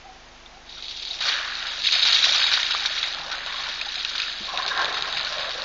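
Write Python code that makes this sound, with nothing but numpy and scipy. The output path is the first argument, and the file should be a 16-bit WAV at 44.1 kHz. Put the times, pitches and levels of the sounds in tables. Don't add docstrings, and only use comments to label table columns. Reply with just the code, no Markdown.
import sys
import numpy as np
from scipy import signal
from scipy.fft import rfft, irfft, next_fast_len
from scipy.io import wavfile
from scipy.ndimage import uniform_filter1d

SR = 44100
rng = np.random.default_rng(int(sys.argv[2]) if len(sys.argv) > 2 else 0)


def store_pcm(level_fs):
    pcm = np.round(np.clip(level_fs, -1, 1) * 32767).astype(np.int16)
    wavfile.write(sys.argv[1], SR, np.atleast_2d(pcm).T)


def rack_gain(trim_db):
    fader = np.asarray(trim_db, float)
    return 10 ** (fader / 20)


N = 248724
T = np.arange(N) / SR

# [f/Hz, level/dB per Hz]
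HISS_SPECTRUM = [(20, -13), (60, 0.5), (300, -3), (800, 2), (3700, -1.5), (6500, -7.5), (7300, -20.5),
                 (7700, -34.5)]
# [order, level/dB rms, lag/cycles]
BUZZ_PARTIALS = [(1, -56, .42), (2, -59, .5), (3, -69, .5), (4, -74, .65), (6, -70, .95), (10, -65, .3),
                 (14, -65, .54), (18, -69, .72), (22, -72, .75), (26, -72, .9), (30, -71, .1),
                 (34, -69, .2), (38, -71, .4)]
# [t/s, f/Hz, level/dB]
COO_NOTES = [
    [(0.02, 690, -69), (0.054, 760, -44.5), (0.07, 820, -46), (0.082, 755, -54), (0.092, 750, -44.5),
     (0.2, 786, -62)],
    [(0.52, 788, -61), (0.542, 694, -56), (0.576, 793, -48), (0.59, 796, -60), (0.6, 774, -61)],
]

# [t/s, churn level/dB, openness/dB, low resonance f/Hz]
TRUNK_CHURN = [
    (4.46, -51, 0, 807),
    (4.5, -41, 0, 747),
    (4.64, -39, 0.5, 718),
    (4.75, -39.5, -0.5, 725),
    (4.88, -35.5, 1.5, 755),
    (5.2, -43.5, 0.5, 673),
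    (5.4, -37, 0, 600),
    (5.55, -42, -2, 566),
    (5.64, -42, -5.5, 590),
]
# [f/Hz, width/Hz]
TRUNK_MODES = [
    (1070, 100),
    (1600, 220),
    (1390, 90),
    (430, 160),
    (160, 60),
]
# [t/s, length/s, swell level/dB, openness change/dB]
AIR_SLUGS = [(4.546, 0.024, -4.5, -13.5), (4.598, 0.025, 8, -3), (4.667, 0.025, 3, -2),
             (4.718, 0.017, 4, 10), (4.799, 0.082, 11.5, 1), (4.987, 0.032, 2, -5), (5.09, .03, 4, -1),
             (5.323, 0.018, 4, -2), (5.386, .04, 0.5, -4), (5.491, .04, 5.5, -1), (5.556, 0.013, 3.5, -8),
             (5.591, 0.02, 8, 0)]
# [t/s, length/s, level/dB]
AIR_SQUEAKS = [
    (3.44, 0.28, -41.5),
    (4.469, 0.18, -38.5),
    (5.42, 0.04, -50),
]
# [t/s, peak level/dB, f/Hz, t60/s]
SWALLOWS = [
    (3.19, -51., 150., .3),
    (3.33, -47., 300., .1),
    (3.53, -48., 400., .08),
    (3.6, -56., 140., .2),
    (4.22, -55., 150., .3),
    (4.405, -38., 200., .13),
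    (4.41, -42., 330., .09),
    (4.585, -24., 1430., .05),
    (5.16, -50., 150., .4),
]

# [t/s, flow level/dB, coarseness/dB (big over small bubbles),
# share landing in the pool/dB]
LIFT_FLOW = [
    (.62, -70.5, -9, -1),
    (.69, -43.5, -18, -2),
    (.86, -37.5, -22.5, -4.5),
    (1.12, -31.5, -25, 14.5),
    (1.203, -36, -11, 7),
    (1.208, -28.5, -10, 6),
    (1.28, -23.5, -6, -5.5),
    (1.43, -34, 1.5, -6.5),
    (1.81, -31.5, -11, 2.5),
]
SPILL_FLOW = [
    (1.87, -24, -19, -1),
    (1.96, -22, -11.5, -2.5),
    (2.14, -20.5, -11.5, -0.5),
    (2.21, -22, -10.5, -1),
    (2.34, -21.5, -10, -0.5),
    (2.6, -25, -9, -3.5),
    (2.8, -28, -8, -2.5),
    (3.05, -30, -5.5, -4.5),
    (3.24, -38, -5, 9.5),
]
DRIBBLE_FLOW = [
    (3.4, -36, -2.5, 2.5),
    (3.62, -31.5, -6.5, 1),
    (3.85, -35, -6.5, 0),
    (4.0, -32.5, -8.5, -9.5),
    (4.25, -31.5, -6.5, -6),
    (4.42, -35, -10, 6),
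    (4.8, -34, -3, 8.5),
    (5.25, -31.5, -7.5, 6.5),
    (5.64, -35, -6.5, 6),
]
# [t/s, crack level/dB, length/s, swell level/dB]
TRUNK_SHEETS = [(0.8825, -18, 0.022, 7), (0.9606, -34, 0.025, 3.5), (1.051, -19, 0.016, 0),
                (1.1325, -24, 0.013, 5), (1.207, -19, 0.014, 4), (1.504, -19, 0.022, -4),
                (1.553, -14.5, 0.019, -0.5), (1.668, -7, 0.011, 6.5), (1.838, -14, 0.026, 7.5),
                (1.868, -9, 0.012, 8.5), (1.8904, -17, 0.028, -2.5), (1.9238, -5, 0.022, 9),
                (2.017, -15, 0.025, 2.5), (2.051, -3, 0.043, 3), (2.124, -6, 0.021, 10),
                (2.2393, -12, 0.027, 7.5), (2.3227, -13.5, 0.028, 3), (2.414, -8, 0.0097, 1.5),
                (2.465, -17, 0.011, 7.5), (2.516, -25, 0.039, 7.5), (2.632, -8.5, 0.0086, 6.5),
                (2.7085, -16, 0.015, 10), (2.8325, -23, 0.032, 2), (2.8593, -19.5, 0.0088, 13),
                (2.897, -18, 0.011, 3), (3.0293, -23, 0.012, 8)]
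# [t/s, crack level/dB, length/s, swell level/dB]
LATER_SHEETS = [(3.3142, -25, 0.029, 11), (3.4628, -18, 0.0071, 3.4), (3.715, -22, 0.0055, 2.8),
                (3.8146, -28, 0.0053, 8), (3.9768, -18, 0.027, 5.9), (4.0482, -8, 0.0096, 4.4),
                (4.1805, -12, 0.023, 7.4), (4.2005, -8, 0.015, 3.1), (4.2184, -2, 0.019, 3.4),
                (4.3535, -24, 0.0075, 1.7), (4.4554, -14, 0.011, 3.5), (4.4716, -11.5, 0.018, 2.1),
                (4.575, -9.5, 0.022, 3.5), (4.6214, -13.5, 0.017, 5.3), (4.6633, -6, 0.027, 8.7),
                (4.775, -10, 0.018, 4.0), (4.7935, -13, 0.018, 4.4), (4.8448, -7.5, 0.013, 11),
                (4.9257, -16, 0.017, 3.4), (4.9446, -13, 0.023, 6.1), (5.0235, -7, 0.012, 1.9),
                (5.124, -13, 0.013, 3.4), (5.1473, -18, 0.021, 4.8), (5.1696, -17, 0.023, 4.8),
                (5.195, -14, 0.011, 1.7), (5.2489, -9.5, 0.017, 5.1), (5.3841, -17, 0.04, 4.0),
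                (5.4934, -15, 0.02, 3.1), (5.6194, -20, 0.015, 3.6)]
# [t/s, crack level/dB, length/s, swell level/dB]
SMALL_SPURTS = [(0.692, -31, 0.015, 3.5), (0.824, -26, 0.012, 6), (0.91, -26, 0.012, 3),
                (1.023, -22, 0.011, 6), (1.072, -21, 0.012, 4.5), (1.104, -20, 0.012, 4.5),
                (1.188, -31, 0.012, 3.5), (1.9121, -4, 0.012, 8), (2.027, -7, 0.012, 2.5),
                (2.07, -6, 0.012, 2.5), (2.0864, -9, 0.021, 0.5), (2.1456, -5, 0.012, -5.5),
                (2.282, -12, 0.01, -0.5), (2.396, -8, 0.012, 4.5), (2.533, -11, 0.014, 5),
                (2.5694, -15, 0.014, 3), (2.596, -23, 0.019, 1), (2.666, -14, 0.012, 0),
                (2.738, -11, 0.012, 4), (2.953, -21, 0.012, 5), (3.073, -23, 0.012, 5),
                (3.141, -17, 0.012, 5.5), (3.269, -21, 0.013, 2), (3.382, -11, 0.011, 2.5),
                (3.471, -26, 0.012, 2.5), (3.524, -26.5, 0.012, 3), (3.636, -18, 0.012, 3),
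                (3.687, -16, 0.012, 8), (3.848, -21, 0.012, 3.5), (3.887, -18, 0.012, 4.5),
                (3.9194, -20, 0.012, 9), (3.942, -15, 0.012, 6.5), (4.021, -25, 0.0092, 3),
                (4.143, -25, 0.011, 3), (4.1544, -14, 0.011, 6), (4.296, -13, 0.012, 4.5),
                (4.414, -17, 0.012, 0), (4.679, -4, 0.0088, 6.5), (4.697, -17, 0.012, 1),
                (4.727, -23, 0.013, 0.5), (4.8165, -9, 0.012, 10), (4.88, -15, 0.012, 3.5),
                (4.968, -17, 0.01, 5), (5.009, -11, 0.012, -3.5), (5.041, -27, 0.0086, 1.5),
                (5.269, -13, 0.012, 6.5), (5.325, -16, 0.012, 6), (5.393, -20, 0.012, 4),
                (5.507, -13, 0.011, 4), (5.5345, -15, 0.012, 0.5)]
# [t/s, peak level/dB]
LONE_DROPS = [(0.9733, -20.4), (1.0519, -18.0), (1.5703, -19.2), (1.6704, -13.0), (1.7193, -18.2),
              (1.8204, -14.8), (1.9931, -10.9), (2.0318, -5.7), (2.0525, -6.0), (2.1717, -6.8),
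              (2.526, -7.7), (2.6312, -6.6), (2.7504, -12.0), (2.8075, -13.4), (2.8578, -10.4),
              (2.9952, -16.4), (3.0808, -17.1), (3.1265, -19.4), (3.1367, -17.5), (3.1473, -14.4),
              (3.2161, -21.0), (3.2639, -20.3), (3.4626, -16.9), (3.8007, -20.1), (3.8138, -13.1),
              (3.8319, -22.4), (3.9566, -13.2), (4.008, -17.7), (4.0493, -7.7), (4.102, -17.3),
              (4.1163, -19.6), (4.1355, -18.8), (4.201, -9.0), (4.3264, -16.8), (4.4306, -19.3),
              (4.4555, -17.4), (4.4691, -18.3), (4.4907, -15.8), (4.5317, -22.1), (4.5753, -10.4),
              (4.5906, -16.9), (4.6229, -13.6), (4.7764, -11.0), (4.7946, -13.1), (4.8456, -10.3),
              (4.8555, -11.5), (4.8961, -18.7), (5.0237, -8.1), (5.127, -12.0), (5.172, -13.5),
              (5.1824, -15.0), (5.195, -12.8), (5.211, -11.0), (5.2306, -15.6), (5.2926, -17.0),
              (5.3833, -15.8), (5.4313, -17.1), (5.4937, -14.8), (5.5444, -19.1), (5.6203, -13.1)]
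# [t/s, peak level/dB, f/Hz]
PLOP_DROPS = [(1.2096, -32, 2650), (1.2547, -17.5, 1380), (1.4858, -27, 1650), (1.5229, -22, 1580),
              (1.8578, -10.5, 2660), (1.8882, -8.5, 2440), (1.9528, -12, 2480), (2.0526, -21, 1720),
              (2.1683, -15.5, 2410), (2.242, -9, 2720), (2.3225, -22, 2480), (2.4172, -10.5, 1650),
              (2.4651, -28, 2600), (2.5155, -14.5, 1510), (2.5756, -9, 1450), (2.6297, -18, 2820),
              (2.707, -27, 2400), (2.7484, -11.5, 1166), (2.8528, -13, 1590), (3.3218, -20, 1390),
              (3.7174, -25, 2660), (3.8134, -9.5, 2440), (4.049, -11.5, 2600), (4.152, -16.5, 1460),
              (4.2006, -10, 2370), (4.2302, -16, 2530), (4.281, -19, 1680), (4.5748, -13, 2600),
              (4.751, -17.5, 1630), (4.794, -17, 1090)]
# [t/s, peak level/dB, f/Hz]
GLUG_BUBBLES = [(0.67, -50, 750), (0.78, -40, 1340), (0.857, -46.0, 810), (0.912, -44.0, 1600),
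                (1.142, -38, 1640), (1.144, -38, 2710), (1.651, -23.5, 1380), (1.716, -36, 840),
                (1.735, -30, 1520), (1.856, -26, 1790), (1.856, -22, 2510), (1.95, -20, 2530),
                (1.959, -31.5, 685), (2.141, -23.0, 1580), (2.204, -33.0, 940), (2.245, -19, 1630),
                (2.269, -28.5, 670), (2.356, -35.5, 760), (2.394, -27, 980), (2.464, -32.0, 930),
                (2.524, -19, 1440), (2.529, -36, 775), (2.528, -21, 2340), (2.596, -30, 900),
                (2.628, -21.0, 2060), (2.706, -22, 1400), (2.904, -33, 610), (3.041, -23, 2170),
                (3.055, -39, 700), (3.222, -37, 780), (3.335, -29, 1430), (3.372, -33, 2420),
                (3.47, -27, 2430), (3.524, -23.5, 2320), (3.633, -29.0, 2790), (3.712, -37, 1660),
                (3.718, -29.0, 2710), (3.762, -39, 1550), (3.898, -27.0, 2580), (3.959, -33, 1530),
                (4.047, -22, 2660), (4.051, -34, 1540), (4.198, -22, 1490), (4.197, -23, 2700),
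                (4.236, -21, 2520), (4.449, -38, 745), (4.537, -26.5, 720), (4.584, -23.5, 725),
                (4.652, -25, 1510), (5.169, -28, 2490), (5.274, -28.0, 1400), (5.32, -31, 600),
                (5.381, -27, 2360), (5.458, -27, 2580)]
# [t/s, peak level/dB, f/Hz, t60/s]
DRIPS = [
    (.461, -35., 3570, .035),
    (.548, -47., 3900, .03),
    (.772, -40., 1420, .06),
    (.788, -41., 1290, .05),
    (3.325, -24., 1460, .06),
    (3.866, -31., 810, .07),
    (3.97, -36., 720, .07),
]
# [lowest f/Hz, highest f/Hz, ring/cycles, rate/per s, size spread/dB, share of gushing]
BUBBLE_FAMILIES = [
    (2900, 5477, 5.5, 7000, 4, 0.66),
    (5670, 8600, 7.9, 8900, 5, 0.4),
    (1167, 1900, 4.7, 2500, 2.5, 0.4),
    (535.2, 1280, 6.6, 840, 4.5, 0.36),
    (1991, 2850, 4.6, 2500, 3.5, 0.46),
]
# [offset level/dB, share of coarseness, share of pool]
FAMILY_FOLLOW = [
    (0, 0.0085, .01),
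    (-13, 0.058, .01),
    (0.95, 1.137, 0.12),
    (-8.5, 1.2, 1),
    (-2.5, 0.36, .01),
]

# [f/Hz, width/Hz, level/dB over the direct path]
PORT_MODES = [
    (3790, 360, 12),
    (3730, 48, 9),
    (4346, 350, 8),
]
# [f/Hz, level/dB]
TOP_EDGE = [(6200, 0.5), (7000, -5), (7450, -17.5), (7700, -28), (7900, -41)]
# [t/s, length/s]
DEEP_MUTES = [(0.988, 0.039), (1.661, 0.066), (1.83, 0.064), (1.924, 0.137), (2.094, 0.04), (2.379, 0.138),
              (2.623, 0.036), (2.695, 0.065), (2.892, 0.034), (3.03, 0.034), (3.124, 0.06), (3.345, 0.133),
              (3.554, 0.04), (3.626, 0.024), (3.797, 0.111), (3.94, 0.08), (4.106, 0.046), (4.178, 0.044),
              (4.253, 0.136), (4.417, 0.051), (4.614, 0.063), (4.759, 0.041), (4.829, 0.041),
              (4.928, 0.057), (5.016, 0.045), (5.087, 0.166), (5.378, 0.115)]
# [t/s, length/s]
SHALLOW_MUTES = [(0.258, .03), (0.68, .015), (0.865, 0.023), (1.06, 0.023), (1.51, 0.032), (.05, .02),
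                 (1.102, 0.016), (1.61, .02), (2.81, 0.019), (3.494, .025)]

CRACK_HZ, CRACK_SPREAD = 3840, 0.019


def evened(x):
    return x / np.sqrt(np.mean(x ** 2) + 1e-20)


def coloured(x, points):
    f, db = np.transpose(points)
    size = next_fast_len(N + 4096)
    hz = np.fft.rfftfreq(size, 1 / SR)
    gain = rack_gain(np.interp(np.log(hz + 1), np.log(f + 1), db))
    return irfft(rfft(x, size) * gain, size)[:N]


def add(mix, s, sound):
    part = mix[round(s * SR):][:len(sound)]
    part += sound[:len(part)]


def resonate(x, hz, width_hz):
    r = np.exp(-np.pi * width_hz / SR)
    if np.isscalar(hz):
        return 2 * signal.lfilter([1 - r], [1, -r * np.exp(2j * np.pi * hz / SR)], x).real
    turn = np.exp(2j * np.pi * np.cumsum(hz) / SR)
    return 2 * (turn * signal.lfilter([1 - r], [1, -r], x / turn)).real


def port(x):
    return x + sum(rack_gain(db) * resonate(x, hz, width_hz) for hz, width_hz, db in PORT_MODES)


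def gushes(per_s, t60):
    hits = rng.exponential(1, N) * (rng.random(N) < per_s / SR)
    decay = np.exp(-2 * np.log(1000) / (t60 * SR))
    power = signal.lfilter([1], [1, -decay], hits)
    return power / power.mean()


def bubble(hz, cycles, rise, seconds=0.026):
    t = np.arange(round(seconds * SR)) / SR
    life = t * hz / cycles
    tone = np.sin(2 * np.pi * hz * t * (1 + rise * np.minimum(life, 4)))
    return tone * np.exp(-life) * np.minimum(t * hz * 2, 1)


def ringing(hz, t60, rise, seconds=0.026):
    return bubble(hz, t60 * hz / np.log(1000), rise, seconds)


def hiss_and_buzz():
    hiss = rack_gain(-48.5) * evened(coloured(rng.standard_normal(N), HISS_SPECTRUM))
    half_mains_hz = 25.01
    buzz = np.zeros(N)
    for order, db, lag in BUZZ_PARTIALS:
        buzz += np.sqrt(2) * rack_gain(db) * np.cos(2 * np.pi * (order * half_mains_hz * T - lag))
    return hiss + buzz


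def dove():
    out = np.zeros(N)
    for rows in COO_NOTES:
        s, hz, db = np.transpose(rows)
        t = np.arange(s[0], s[-1], 1 / SR)
        phase = 2 * np.pi * np.cumsum(np.interp(t, s, hz)) / SR
        note = np.sin(phase) * signal.windows.tukey(len(t), .15)
        add(out, s[0], np.sqrt(2) * rack_gain(np.interp(t, s, db)) * note)
    echo = evened(resonate(rng.standard_normal(N), 680.0, 90.)) * np.exp(-T / 0.72)
    return out + rack_gain(-56.0) * echo


def gurgle():
    s, *columns = np.transpose(TRUNK_CHURN)
    churn_db, open_db, low_hz = (np.interp(T, s, column) for column in columns)
    for at, length, swell_db, change_db in AIR_SLUGS:
        slug = np.hanning(round(2 * length * SR))
        add(churn_db, at - length, swell_db * slug)
        add(open_db, at - length, change_db * slug)

    drive = rng.standard_normal(N) * np.sqrt(1.0 + 0.22 * gushes(per_s=120.0, t60=0.13))
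    middle, upper, beside, deep, chest = (
        evened(resonate(resonate(drive, hz, 1.5 * w), hz, 1.5 * w)) for hz, w in TRUNK_MODES)
    low = evened(resonate(resonate(drive, low_hz, 160), low_hz, 260))

    middle_db = -2.5 - 1.5 * (T - s[0])
    out = rack_gain(-7.0 - 1.32 * open_db) * low
    out += rack_gain(middle_db + 0.23 * open_db) * middle
    out += rack_gain(open_db - 2.5) * (upper + 0.51 * beside)
    out = rack_gain(churn_db) * out + rack_gain(-59.5) * chest
    out += rack_gain(-44 - 10 * ((T - 4.856) / 0.28) ** 2) * deep
    out *= T > s[0]

    for at, length, db in AIR_SQUEAKS:
        size = round(length * SR)
        add(out, at, rack_gain(db) * signal.windows.tukey(size, .4) * middle[round(at * SR):][:size])
    for at, db, hz, t60 in SWALLOWS:
        add(out, at, rack_gain(db) * ringing(hz, t60, 0.012, seconds=.3))
    return out


def flow():
    rows = list(LIFT_FLOW) + list(SPILL_FLOW) + list(DRIBBLE_FLOW)
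    s, flow_db, coarse_db, pool_db = np.transpose(rows)
    return np.interp(T, s, flow_db, left=-90), np.interp(T, s, coarse_db), np.interp(T, s, pool_db)


def drips():
    out = np.zeros(N)
    for s, db, hz, t60 in DRIPS:
        add(out, s, rack_gain(db) * ringing(hz, t60, 0.0069, seconds=.08))
    for s, db, hz in GLUG_BUBBLES:
        add(out, s, rack_gain(db) * bubble(hz, 5 * np.sqrt(hz / 1000), .02, seconds=.04))
    return out


def plops():
    out = np.zeros(N)
    for s, db, hz in PLOP_DROPS:
        snap = bubble(1.7 * hz, 0.4, .01) - 1.3 * bubble(0.65 * hz, 0.6, .01)
        add(out, s, rack_gain(db - 8) * snap)
        add(out, s, rack_gain(db - 8.5) * ringing(hz, 0.03, 0.031))
        add(out, s, rack_gain(db - 5) * bubble(1.15 * hz, 1.3, .01))
    return out


def crack(hz, cycles):
    x = bubble(hz, cycles, 0.012)
    x += 0.27 * bubble(2.1 * hz, 0.83, 0.009)
    x += .5 * bubble(1.1 * hz, 6.5, 0.0057)
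    return x / abs(x).max()


def patter():
    out, flow_db = np.zeros(N), flow()[0]
    gap, a, b, c = rng.random((200, 4)).T
    times = LIFT_FLOW[0][0] - np.cumsum(np.log(1 - gap)) / 12
    for s, a, b, c in zip(times[times < N / SR - .01], a, b, c):
        db = flow_db[round(s * SR)] + 8 + 2 * (2 * c - 1)
        hz = CRACK_HZ * (1 + 1.1 * CRACK_SPREAD * (2 * a - 1))
        add(out, s, rack_gain(db) * crack(hz, 2.3 + 10.0 * b))
    return out


def landings():
    out, rows = np.zeros(N), list(TRUNK_SHEETS) + list(LATER_SHEETS)
    for (s, db, *_), (a, b) in zip(rows, rng.random((len(rows), 2))):
        if min(abs(s - at) for at, _ in LONE_DROPS) > .004:
            hz = CRACK_HZ * (1 + CRACK_SPREAD * (2 * a - 1))
            add(out, s + .0003, rack_gain(min(db, -9) - 3.) * crack(hz, 1.2 + 4 * b))
    for s, db, *_ in SMALL_SPURTS:
        add(out, s + .0005, rack_gain(db - 7.5) * crack(CRACK_HZ, 2.7))
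    return out


def lone_drops():
    out = np.zeros(N)
    for (s, db), (a, b, c) in zip(LONE_DROPS, rng.random((len(LONE_DROPS), 3))):
        hz = CRACK_HZ * (1 + .08 * (2 * a - 1))
        x = bubble(hz, .8 + 2.6 * b, 0.0092, seconds=.005)
        x += .5 * bubble((1.2 + .5 * c) * hz, 0.93, .01, seconds=.005)
        x += 0.11 * bubble(.66 * hz, 1.5, .01, seconds=.005)
        x += .3 * bubble(CRACK_HZ, 5.0, .001, seconds=.005)
        add(out, s - .00015, rack_gain(db - .8) * x / abs(x).max())
    return out


def bubble_shower(low_hz, high_hz, cycles, per_s, spread_db, count=16):
    size = rack_gain(spread_db * np.minimum(rng.exponential(1, N), 4.5))
    size = size * (rng.random(N) < per_s / SR) * rng.choice([-1, 1], N)
    which, jitter = rng.integers(0, count, N), rng.random((count, 2))
    out = np.zeros(N)
    for k, hz in enumerate(np.geomspace(low_hz, high_hz, count)):
        a, b = jitter[k]
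        shape = bubble(hz, cycles * (0.31 + 2.5 * a ** 2), 0.0843 * b)
        out += signal.oaconvolve(size * (which == k), evened(shape))[:N]
    return out


def clumping():
    clump_db = np.zeros(N)
    for s, _, length, db in list(TRUNK_SHEETS) + list(LATER_SHEETS) + list(SMALL_SPURTS):
        life = np.linspace(0, 1, round(2.2 * max(length, .003) * SR))
        add(clump_db, s - .001, 1.19 * db * np.minimum(life / .03, 1) * (1 - life))
        add(clump_db, s - .017, -4.5 * np.linspace(0, 1, round(.016 * SR)))
    for s, _ in LONE_DROPS:
        add(clump_db, s - .006, -4. * np.linspace(0, 1, round(.007 * SR)))
    return clump_db


def falling_water():
    clump_db = clumping()
    flow_db, coarse_db, pool_db = flow()
    shared, out = gushes(per_s=42.0, t60=0.069), np.zeros(N)
    for (*sizes, gushing), (offset_db, coarse, pool) in zip(BUBBLE_FAMILIES, FAMILY_FOLLOW):
        gush = 1 + 0.25 * shared + .35 * gushes(per_s=60., t60=0.08)
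        swell = (np.sqrt(gush) * rack_gain(clump_db)) ** gushing
        shower = port(bubble_shower(*sizes) * swell)
        out += evened(shower) * rack_gain(flow_db + offset_db + coarse * coarse_db + pool * pool_db)
    return out


def off_the_ground(fall):
    bounce = rack_gain(-19.5) * np.roll(fall, round(0.001228 * SR))
    return evened(fall + bounce) * np.std(fall)


def scene():
    drops = drips() + plops() + patter() + landings() + lone_drops()
    near = gurgle() + drops + off_the_ground(falling_water())
    return (hiss_and_buzz() + dove() + coloured(near, TOP_EDGE))[None]


def fir(x, cut_hz, **shape):
    return signal.oaconvolve(x, signal.firwin(601, cut_hz, fs=SR, **shape)[None], "same")


def mute_band(x):
    keep = np.ones(N)
    mutes = [(*row, -33.5) for row in DEEP_MUTES] + [(*row, -15.5) for row in SHALLOW_MUTES]
    for s, length, db in mutes:
        span = length + .04
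        fade = signal.windows.tukey(round(span * SR), min(.09 / span, 1))
        add(keep, s - .02, (rack_gain(db) - 1) * fade)
    band = fir(x, (5400, 5900), pass_zero=False)
    return x + (np.clip(keep, 0, 1) - 1) * band


def step_edge(x):
    lean, rich = (fir(x, hz, window=("kaiser", 9)) for hz in (7560, 7880))
    block = 1024
    loud_db = 10 * np.log10(uniform_filter1d(lean[0] ** 2, block)[::block] + 1e-12)
    opened = loud_db + 9. * rng.standard_normal(len(loud_db)) > -30.
    share = np.repeat(1. * opened, block)[:N]
    share = uniform_filter1d(uniform_filter1d(share, block // 2), block // 2)
    return lean + share * (rich - lean)


def low_pass(x):
    return signal.sosfilt(signal.butter(12, 7870, fs=SR, output="sos"), x)


def record(dry):
    mix = step_edge(mute_band(dry))
    return low_pass(mix)


dry = scene()
out = record(dry)
store_pcm(out)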